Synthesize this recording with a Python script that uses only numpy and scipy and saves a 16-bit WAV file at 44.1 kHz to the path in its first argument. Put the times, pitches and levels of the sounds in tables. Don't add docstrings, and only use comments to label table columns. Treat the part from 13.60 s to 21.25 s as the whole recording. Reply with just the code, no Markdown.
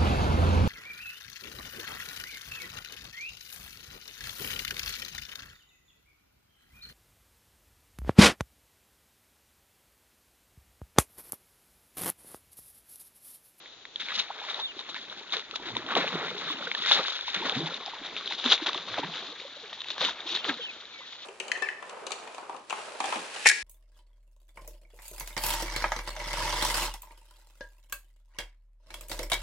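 import sys
import numpy as np
from scipy import signal
from scipy.fft import rfft, irfft
from scipy.io import wavfile
from scipy.ndimage import map_coordinates

SR = 44100
rng = np.random.default_rng(int(sys.argv[2]) if len(sys.argv) > 2 else 0)


def int16_out(signal):
    q = np.round(np.clip(np.atleast_2d(signal).T, -1, 1) * 32767)
    wavfile.write(sys.argv[1], SR, q.astype(np.int16))


N = 337365


def from_db(db):
    return 10 ** (np.asarray(db) / 20)


def rms_one(x):
    return x / np.sqrt(np.mean(x ** 2) + 1e-20)


def in_time(rows):
    time_s, *columns = np.transpose(rows)
    return [np.interp(np.arange(N) / SR, time_s, column) for column in columns]


def drift(rate_hz):
    pole = np.exp(-2 * np.pi * rate_hz * 40 / SR)
    noise = rng.standard_normal(N // 40 + 2002)
    slow = signal.lfilter([1], [1, -2 * pole, pole ** 2], noise)[2000:]
    return np.interp(np.arange(N) / 40, np.arange(len(slow)), rms_one(slow))


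def add(out, start_s, sound):
    i = round(start_s * SR)
    out[i:i + len(sound)] += sound[:N - i]


def late(x, samples):
    return map_coordinates(x, [np.arange(N) - samples], order=3, mode="nearest")


def bell(x, hz, width_hz):
    return signal.lfilter(*signal.iirpeak(hz, hz / width_hz, fs=SR), x)


def above(x, hz):
    return signal.sosfilt(signal.butter(2, hz, "high", fs=SR, output="sos"), x)


EDGE_DB = 15


def swells(rows, rise_bend, fall_bend):
    t = np.arange(0, N + 64, 64) / SR
    power = 0
    for top_s, rise_s, fall_s, *level_db in rows:
        rise = np.abs((t - top_s) / rise_s) ** rise_bend
        fall = np.abs((t - top_s) / fall_s) ** fall_bend
        loss_db = np.minimum(EDGE_DB * np.where(t < top_s, rise, fall), 200)
        power = power + from_db(np.c_[level_db] - loss_db) ** 2
    return np.array([np.interp(np.arange(N) / SR, t, p) for p in power])


AIR_DB = -54
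# pitch_hz [Hz], level_db [dB per Hz]
AIR_SPECTRUM = [(30, -7.5), (100, -5), (190, -5), (300, 0), (600, -1), (1500, -4.5), (3000, -10),
                (5000, -10), (7500, -2.5)]


def still_air():
    hz = np.maximum(np.fft.rfftfreq(N, 1 / SR), 1)
    pitch_hz, level_db = np.transpose(AIR_SPECTRUM)
    colour = from_db(np.interp(np.log(hz), np.log(pitch_hz), level_db))
    alike = .9 / (1 + (hz / 1800) ** 2)
    mid, side = rfft(rng.standard_normal((2, N)))
    mid, side = np.sqrt(1 + alike) * mid, np.sqrt(1 - alike) * side
    both = colour * np.array([mid + side, mid - side])
    return from_db(AIR_DB) * rms_one(irfft(both, N))


CALM_DB, GUST_RISE_S, GUST_FALL_S = -73, .14, .2
# top_s [s], level_db [dB]
GUST_TOPS = [(1.04, -67), (2.05, -59), (2.17, -57), (2.58, -60), (3.24, -59), (3.45, -62), (3.7, -63),
             (3.93, -61), (4.41, -66), (5.2, -66), (5.42, -66), (6.4, -60)]


def breeze():
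    shared, left, right = rng.standard_normal((3, N))
    band = signal.butter(2, [16, 60], "band", fs=SR, output="sos")
    lumps = signal.sosfilt(band, [.55 * shared + left, .55 * shared + right])
    rows = [(top_s, GUST_RISE_S, GUST_FALL_S, level_db) for top_s, level_db in GUST_TOPS]
    power = swells(rows, 0.78, 1.3)[0]
    level = np.sqrt(from_db(CALM_DB) ** 2 + power) * from_db(1.3 * drift(6.3))
    return level * rms_one(lumps)


FLUTTER_DB = 2.2
# start_s [s], length_s [s], first_hz [Hz], last_hz [Hz], level_db [dB]
BIRD_CALLS = [(.988, .142, 3980, 2300, -47.5), (2.852, .136, 3900, 2300, -52),
              (6.765, .085, 3500, 2300, -53), (6.995, .127, 3400, 2050, -45.5),
              (7.315, .155, 2400, 1720, -54)]
# along [share of length], fallen [share of pitch fall], shape_db [dB]
CALL_SHAPE = [(0, 0, -18), (.1, .06, -6), (.27, .22, -2), (.5, .19, 0), (.63, .54, -5), (.84, .64, -2),
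              (1, 1, -12)]


def bird():
    out = np.zeros(N)
    along, fallen, shape_db = np.transpose(CALL_SHAPE)
    for start_s, length_s, first_hz, last_hz, level_db in BIRD_CALLS:
        x = np.arange(0, length_s, 1 / SR) / length_s
        hz = first_hz + (last_hz - first_hz) * np.interp(x, along, fallen)
        level = from_db(level_db + np.interp(x, along, shape_db))
        add(out, start_s, level * np.sin(2 * np.pi * np.cumsum(hz) / SR))
    return out * from_db(FLUTTER_DB * drift(40))


def scatter(x):
    t = np.arange(900) / SR
    echoes = rng.standard_normal((2, len(t))) * from_db(-60 * t / .018)
    bright = signal.lfilter(*signal.butter(1, 2500, "high", fs=SR), x)
    return signal.fftconvolve(bright[None], rms_one(echoes) / 30, axes=1)[:, :N]


SEEP_FIZZ_DB = -0.5
RISE_BEND, FALL_BEND = 1.01, 1.14
# time_s [s], spray_db [dB], gurgle_db [dB], suck_db [dB]
SEEPING = [(0, -65.5, -68, -87), (.3, -74, -95, -85), (.38, -64, -75, -74), (.45, -62, -64, -82),
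           (.75, -58, -57, -80), (1.15, -62, -64, -63.5), (1.65, -61, -61, -64), (1.85, -65, -62.5, -66),
           (2.22, -65, -56.5, -56.5), (2.5, -58, -52.5, -49), (3.05, -59.5, -55, -53),
           (3.47, -44, -52.5, -70), (3.65, -53, -58.5, -70.5), (4.05, -50.5, -49.5, -55),
           (4.25, -60, -55.5, -67), (4.6, -54, -56, -57.5), (4.78, -61.5, -61.5, -66.5),
           (5.0, -51, -54.5, -63), (5.25, -62, -57.5, -54.5), (5.75, -58, -63.5, -69),
           (6.25, -60.5, -61, -70), (6.6, -58.5, -56, -64.5), (6.95, -56.5, -58, -58),
           (7.3, -63.5, -65, -74), (7.65, -59, -65, -87)]
# top_s [s], rise_s [s], fall_s [s], spray_db [dB], fizz_db [dB], gurgle_db [dB], suck_db [dB]
FOOT_SURGES = [(.402, 0.0097, .09, -46.5, -47.5, -73, -63), (.51, 0.074, 0.086, -57.5, -45.5, -56.5, -79),
               (.59, 0.087, 0.052, -40.5, -46, -50, -57), (.7, 0.014, 0.027, -66, -65, -53, -82),
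               (.79, 0.018, 0.025, -59, -53, -53, -80), (.84, 0.027, .02, -51, -57, -53, -77),
               (.89, 0.036, 0.13, -52.5, -48.5, -48, -72), (1.0, 0.09, 0.03, -51.5, -59, -50, -70),
               (1.21, 0.064, 0.016, -51, -56, -52.5, -59), (1.29, 0.019, .025, -53.5, -63, -49.5, -67),
               (1.365, 0.014, 0.037, -50, -45, -61, -76), (1.52, 0.024, 0.049, -69, -62, -55, -56),
               (1.59, 0.028, 0.033, -51.5, -62, -58, -67), (1.735, 0.024, 0.064, -40.5, -45, -46, -48.5),
               (1.96, 0.01, 0.0087, -40.5, -62, -62, -58), (2.09, 0.12, 0.051, -52, -50.5, -52, -53),
               (2.175, 0.045, 0.052, -52.5, -48.5, -49, -42), (2.32, 0.057, 0.063, -49, -43.5, -39.5, -73),
               (2.368, 0.016, .12, -43, -38.5, -34, -37), (2.6, 0.22, 0.22, -50, -45, -43.5, -59),
               (2.82, .09, 0.44, -50.5, -49, -54, -58.5), (3.18, 0.018, .1, -49, -58, -68, -57),
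               (3.28, 0.067, 0.084, -39.5, -39.5, -67, -80), (3.32, 0.034, 0.051, -31, -40, -44, -61),
               (3.39, 0.077, 0.044, -43.5, -40.5, -36, -45), (3.68, 0.036, 0.33, -51, -49.5, -59, -72),
               (3.76, 0.017, 0.07, -48, -43, -54, -45), (3.86, 0.047, 0.059, -44.5, -41, -38, -42),
               (3.99, 0.11, 0.13, -63, -63, -48.5, -41), (4.17, .05, 0.024, -49, -60, -64, -62),
               (4.265, 0.0067, 0.055, -50.5, -52, -62, -60), (4.45, 0.027, 0.12, -57.5, -53, -50, -62),
               (4.575, 0.017, 0.011, -53, -51, -65, -62), (4.678, 0.023, 0.014, -45.5, -62, -57, -54),
               (4.73, 0.041, 0.031, -43.5, -51, -49, -53.5), (4.79, .018, 0.093, -46, -64, -53, -71),
               (4.86, 0.03, 0.092, -39, -44, -41, -49), (4.922, 0.021, 0.031, -28.5, -33.5, -34.5, -47),
               (5.03, 0.033, 0.017, -63, -47, -52, -60), (5.066, .006, .012, -41, -42, -46, -67),
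               (5.092, 0.019, 0.01, -40, -41, -39, -67), (5.16, 0.12, 0.087, -50.5, -55, -47.5, -54),
               (5.28, 0.062, 0.37, -53, -52.5, -52, -53), (5.39, 0.023, .02, -46, -43, -37, -47.5),
               (5.44, 0.026, 0.034, -53, -44.5, -48, -41.5), (5.55, 0.14, 0.19, -51.5, -53, -49, -66),
               (6.31, 0.025, 0.099, -48.5, -72, -66, -69), (6.412, 0.017, 0.027, -38, -39, -38, -48),
               (6.45, 0.04, 0.063, -39, -40, -41.5, -50), (6.49, 0.023, 0.017, -43.5, -50.5, -49, -52.5),
               (6.67, 0.015, 0.11, -47, -67, -58, -67), (6.75, 0.047, 0.044, -40.5, -46, -55, -53),
               (6.85, 0.018, 0.031, -47, -43, -46, -58), (6.897, 0.029, 0.031, -42.5, -37.5, -37, -35.5)]


def effort():
    spray_db, gurgle_db, suck_db = in_time(SEEPING)
    fizz_db = (spray_db + gurgle_db) / 2 + SEEP_FIZZ_DB
    seep = from_db([spray_db, fizz_db, gurgle_db, suck_db])
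    return np.sqrt(seep ** 2 + swells(FOOT_SURGES, RISE_BEND, FALL_BEND))


def grains(low_hz, high_hz, per_s, t60_cycles, spread_db, clump_db, tilt_db_per_octave):
    loudness_db = spread_db * np.minimum(rng.exponential(1, N), 4)
    sizes = from_db(loudness_db) * rng.choice([-1, 1], N)
    born = rng.random(N) < per_s * from_db(clump_db * drift(25)) / SR
    dealt = rng.integers(0, 14, N)
    out = 0
    for k, hz in enumerate(np.geomspace(low_hz, high_hz, 14)):
        pole = from_db(-60 * hz / (t60_cycles * SR))
        w = 2 * np.pi * hz / SR
        clicks = sizes * born * (dealt == k) + 1e-18
        rung = signal.lfilter([0, np.sin(w)], [1, -2 * pole * np.cos(w), pole ** 2], clicks)
        out = out + rung * from_db(tilt_db_per_octave * np.log2(hz / low_hz))
    return rms_one(above(out, 0.63 * low_hz))


def stirring(gains):
    spray = grains(2560, 7500, 4000, t60_cycles=12.0, spread_db=1.0, clump_db=5.5, tilt_db_per_octave=2.5)
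    fizz = grains(1447, 2450, 1200, t60_cycles=13.0, spread_db=3.0, clump_db=4.5, tilt_db_per_octave=0.0)
    gurgle = grains(430, 1387, 600, t60_cycles=21.2, spread_db=1.5, clump_db=4.0, tilt_db_per_octave=7.0)
    suck = grains(169.0, 446, 300, t60_cycles=20.0, spread_db=5.5, clump_db=2.0, tilt_db_per_octave=10.0)
    return np.sum(gains * [spray, fizz, gurgle, suck], axis=0)


DROPLET_COUNT = 220
DROPLET_DB, DROPLET_SPREAD_DB = 10, 3.5


def droplets():
    when, size, pitch = rng.random((DROPLET_COUNT, 3)).T
    top_s = .4 + when * (N / SR - .5)
    time_s, _, gurgle_db, _ = np.transpose(SEEPING)
    level_db = np.interp(top_s, time_s, gurgle_db) + DROPLET_DB
    level_db = level_db - DROPLET_SPREAD_DB * np.log(1 - .95 * size)
    pitch_hz = 800 * 2 ** (2.1 * pitch)
    return [(s, db, hz, .15, 2.5) for s, db, hz in zip(top_s, level_db, pitch_hz)]


SWELL_SHARE = .6
# top_s [s], level_db [dB], pitch_hz [Hz, one swell time before the top],
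# slide_octaves [octaves, from there to one fade time after the top], fade_cycles [cycles of pitch_hz]
AIR_POCKETS = [(.523, -34, 1250, .06, 3.5), (.602, -45, 970, .23, 3.1), (.706, -31.5, 700, 0.69, 3.7),
               (.819, -39, 835, -0.017, 2.9), (.842, -38, 1010, -.09, 3.1), (.995, -37.5, 846, 0.14, 4.5),
               (1.346, -40.5, 1429, .07, 3.5), (1.366, -41.5, 940, .07, 3.5), (1.738, -34, 1110, 0.21, 4.1),
               (1.772, -40.5, 440, .04, 2.9), (1.942, -37, 1290, 0.017, 4.4), (1.958, -54, 885, .12, 2.9),
               (2.064, -50, 960, 0.046, 7.1), (2.14, -44.5, 114, 0.071, 4.2), (2.167, -30.5, 957, .04, 3.4),
               (2.283, -43, 291, 0.46, 2.4), (2.321, -38.5, 930, -0.033, 8), (2.362, -33, 1112, 0.079, 18),
               (2.367, -16.5, 663, 0.18, 1.49), (2.392, -34, 230, 0.64, 4.3), (2.43, -43, 171, -0.03, 2.8),
               (2.445, -27, 537, 0.11, 1.8), (2.551, -33.5, 184, -0.22, 4), (2.556, -24, 360, 0.1, 0.84),
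               (2.641, -39.5, 415, 0.11, 5.5), (2.719, -34.5, 473, 0.05, 2.9), (2.905, -34, 1070, .07, 3.6),
               (3.01, -40, 566, -.05, 3.3), (3.027, -35.5, 1320, 0.15, 3.3),
               (3.073, -29, 1470, -0.087, 3.7), (3.078, -37, 492, -0.061, 3.6),
               (3.152, -28.5, 1700, 0.067, 3.7), (3.248, -39, 1920, -0.07, 18),
               (3.281, -34.5, 1998, .09, 11), (3.318, -25, 1580, 0.23, 3.3), (3.328, -31, 1330, 0.2, 11),
               (3.395, -30, 583, -0.4, 3.1), (3.682, -32.5, 920, 0.12, 2.5), (3.776, -41, 190, .02, 1.9),
               (3.827, -33, 973, -.22, 5.1), (3.868, -30.5, 1140, -0.13, 3.5),
               (3.928, -34, 486, -0.09, 2.7), (3.931, -38.5, 770, -0.08, 4.3),
               (3.957, -39, 750, -0.016, 5.8), (3.976, -32, 230, 0.43, 4.9), (3.979, -34, 124, 0.27, 2.7),
               (4.015, -44, 336, -0.041, 8.1), (4.045, -33, 157, 0.055, 3.6),
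               (4.072, -37.5, 950, -0.28, 6.3), (4.122, -38.5, 510, 0.022, 3.1),
               (4.266, -39, 790, 0.21, 2.9), (4.282, -35.5, 740, 0.13, 2.9),
               (4.337, -35.5, 950, -0.07, 2.9), (4.418, -41.5, 301, -0.08, 1.6),
               (4.611, -38, 1240, -.11, 4.1), (4.712, -33.5, 950, -0.21, 2.7), (4.865, -29, 256, -.09, 3.8),
               (4.929, -41, 567, -0.54, 1.9), (5.026, -31.5, 318, 0.0077, 2.2),
               (5.074, -31, 770, 0.26, 3.1), (5.086, -39.5, 320, 0.41, 2.9),
               (5.095, -27.5, 1040, 0.25, 2.8), (5.149, -30, 946, 0.25, 3.3), (5.329, -50, 109, 0.14, 4.4),
               (5.383, -24.5, 705, 0.071, 1.5), (5.435, -29.5, 850, 0.2, 4.1),
               (5.455, -40.5, 149, 0.43, 3.8), (5.496, -43.5, 176, -0.15, 4.4),
               (5.701, -51.5, 284, 0.27, 8.5), (5.728, -44, 490, -0.015, 2.9),
               (5.818, -45.5, 560, -0.35, 2.1), (5.855, -40, 540, .05, 3.6), (5.971, -45, 565, 0.014, 2.72),
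               (6.041, -47, 486, -0.28, 7.4), (6.129, -43, 1064, 0.12, 4.2), (6.427, -34, 590, -.24, 3.15),
               (6.488, -31, 1000, -0.082, 4.2), (6.663, -43, 319, 0.14, 2.8), (6.734, -46, 325, 0.31, 11),
               (6.868, -38, 492, -0.31, 2.8), (6.894, -22, 1680, -0.046, 3.5),
               (6.899, -33, 312, -0.28, 5.3), (7.0, -40.5, 497, -0.073, 5.3),
               (7.057, -43.5, 1660, 0.099, 4.1), (7.398, -53, 565, -0.14, 6.2)]


def pockets():
    out = np.zeros(N)
    for top_s, level_db, pitch_hz, slide_octaves, fade_cycles in AIR_POCKETS + droplets():
        fade_s = fade_cycles / pitch_hz
        swell_s = SWELL_SHARE * fade_s
        t = np.arange(-2 * swell_s, 4 * fade_s, 1 / SR)
        loss_db = np.where(t < 0, 6.2 * (t / swell_s) ** 2, 10.9 * np.abs(t / fade_s) ** 0.72)
        slid = np.clip((t + swell_s) / (swell_s + fade_s), -.4, 1.6)
        hz = pitch_hz * 2 ** (slide_octaves * slid)
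        tone = np.sin(2 * np.pi * np.cumsum(hz) / SR)
        add(out, top_s - 2 * swell_s, from_db(level_db - loss_db) * tone)
    return out


SNAP_T60_S, SPATTER_T60_S, SPATTER_DB = 0.0074, .035, -19.5
# start_s [s], level_db [dB], ring_hz [Hz], ring_share [0-1]
WET_SNAPS = [(0.059, -32.5, 2020, .9), (.253, -26.5, 1970, 0.73), (.359, -23.5, 3370, 0.76),
             (.486, -20, 2170, 0.87), (0.555, -22, 4048, .4), (0.8006, -32, 3460, 0.53),
             (0.944, -23.5, 3820, 0.46), (1.192, -31, 3833, 0.9), (1.3438, -22.5, 1430, 0.24),
             (1.526, -27, 1507, 1), (1.7232, -23, 3650, 0.65), (1.7366, -22, 1870, 0),
             (1.768, -16, 2928, 0), (1.795, -24, 3650, 0), (1.911, -22.5, 3359, 0.27),
             (1.9577, -14.5, 1010, 0.2), (2.1522, -19, 1981, .55), (2.1675, -17, 3800, 0.2),
             (2.2882, -20.5, 1520, 0.95), (2.3516, -9, 3090, 0.27), (2.411, -17, 1248, .6),
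             (2.442, -19, 2300, 0.2), (2.478, -19, 2540, 0.8), (2.8124, -19, 2196, 0.4),
             (3.074, -19.5, 1540, 0.64), (3.1152, -14.5, 2200, 1), (3.1494, -16.5, 1679, 0.1),
             (3.1915, -29, 3531, 0.5), (3.222, -23, 3400, 0.7), (3.25, -20.5, 3186, 0.5),
             (3.261, -11, 1440, 0.4), (3.2708, -28, 3500, 1), (3.313, -6, 990, 0.37),
             (3.3191, -8.5, 3600, 0.67), (3.41, -18, 1421, 0.8), (3.482, -13.5, 2160, .1),
             (3.506, -19, 3630, 0.14), (3.5455, -27, 3500, 0.3), (3.5913, -24, 1530, 1),
             (3.6097, -20.5, 3440, 0.45), (3.6888, -23, 2360, 0.75), (3.744, -12, 3380, 0.18),
             (3.7481, -12, 2870, 0.35), (3.859, -30, 904, 0.4), (3.896, -16.5, 3300, 0),
             (4.261, -23, 5000, .8), (4.4465, -29.5, 3340, 0.2), (4.5657, -23, 2610, .9),
             (4.61, -23.5, 1220, 0.23), (4.659, -28.5, 4050, 0.8), (4.6762, -22.5, 3380, 0.4),
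             (4.7232, -17, 2010, 0.46), (4.7982, -26, 3600, 0.6), (4.8413, -14, 1600, 0.35),
             (4.8604, -19.5, 3570, .7), (4.901, -10, 3230, 0.05), (4.9182, -14, 1507, 0.1),
             (4.9212, -8, 3230, 0.73), (4.978, -26.5, 2240, .6), (5.0617, -15, 3430, 0),
             (5.069, -16, 2497, 0.5), (5.1307, -17.5, 2971, .2), (5.1455, -21, 3650, .3),
             (5.1771, -24, 2820, .8), (5.342, -19, 1660, 0.97), (5.5393, -31, 2780, 1),
             (5.7255, -31, 4320, 0.5), (5.7998, -28.5, 2282, 1), (6.1296, -21, 1076, 0.2),
             (6.2173, -20.5, 1170, 0.35), (6.205, -32, 3820, .8), (6.244, -26.5, 2713, .6),
             (6.2847, -22.5, 3730, 0.3), (6.3032, -18.5, 3440, 0), (6.3068, -22, 2497, .1),
             (6.3806, -15.5, 1119, 0.44), (6.408, -16.5, 3870, 0.5), (6.4189, -18, 1210, .2),
             (6.426, -21, 4091, .6), (6.4494, -12.5, 2980, 0.56), (6.494, -19, 1507, .9),
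             (6.676, -28, 3300, 0.7), (6.7505, -23, 4080, 1), (6.762, -24, 4040, 0.9),
             (6.7725, -20, 3680, 0), (6.8442, -22.5, 3000, 0.75), (6.893, -21, 1520, 0.97),
             (6.9416, -31, 4120, .85), (7.2537, -36.5, 3880, 0.61), (7.5322, -33, 2180, 1)]


def snaps():
    out, t = np.zeros(N), np.arange(2000) / SR
    noise = rng.standard_normal((len(WET_SNAPS), len(t)))
    cracks = signal.lfilter(*signal.butter(1, 2500, fs=SR), noise)
    for (start_s, level_db, ring_hz, ring_share), crack in zip(WET_SNAPS, cracks):
        ring = .5 * ring_share * np.sin(2 * np.pi * ring_hz * t)
        body = ring + (1 - ring_share) * 0.52 * crack
        snap = from_db(level_db - 60 * t / SNAP_T60_S) * body
        spatter = from_db(level_db + SPATTER_DB - 60 * t / SPATTER_T60_S) * crack
        add(out, start_s, snap + spatter)
    return above(out, 680)


BIRD_LEFT_LATE_SAMPLES, BIRD_LEFT_DB = -4.7, -.8
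# time_s [s], left_late [samples by which the left port hears late]
WALKER_LEFT_LATE = [(0, 3.5), (.6, 5), (3.7, 5.5), (4.3, 3), (5.3, 2.5), (6.0, 0.5), (6.8, 0.5), (7.65, -1)]


def scene():
    left_late = in_time(WALKER_LEFT_LATE)[0]
    gains = effort()
    feet = stirring(gains) + snaps() + pockets()
    song = bird()
    around = from_db(-8) * stirring(gains)
    left = late(feet, left_late) + late(around, left_late - 3.5)
    left = left + from_db(BIRD_LEFT_DB) * late(song, BIRD_LEFT_LATE_SAMPLES)
    right = feet + around + song
    return np.array([left, right]) + from_db(-28.5) * scatter(feet) + still_air() + breeze()


CUTOFF_HZ = 7090
# ring_hz [Hz], width_hz [Hz], lift_db [dB], dip_hz [Hz],
# dip_depth [0-1], treble_hz [Hz, corner], bass_hz [Hz, corner], gain_db [dB]
MIC_PORTS = [(3750, 650, 17.5, 5030, .35, 6200, 185, 4.5), (3600, 440, 17.5, 6700, .44, 3640, 105, 5)]


def record(dry):
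    out = []
    for x, port in zip(dry, MIC_PORTS):
        ring_hz, width_hz, lift_db, dip_hz, dip_depth, treble_hz, bass_hz, gain_db = port
        x = x + (from_db(lift_db) - 1) * bell(x, ring_hz, width_hz)
        x = x - dip_depth * bell(x, dip_hz, 1400)
        x = signal.lfilter(*signal.butter(2, treble_hz, fs=SR), x)
        x = signal.lfilter(*signal.butter(1, bass_hz, "high", fs=SR), x)
        out.append(from_db(gain_db) * x)
    steep = signal.ellip(12, .3, 80, CUTOFF_HZ, fs=SR, output="sos")
    return signal.sosfilt(steep, out)


dry = scene()
out = record(dry)
int16_out(out)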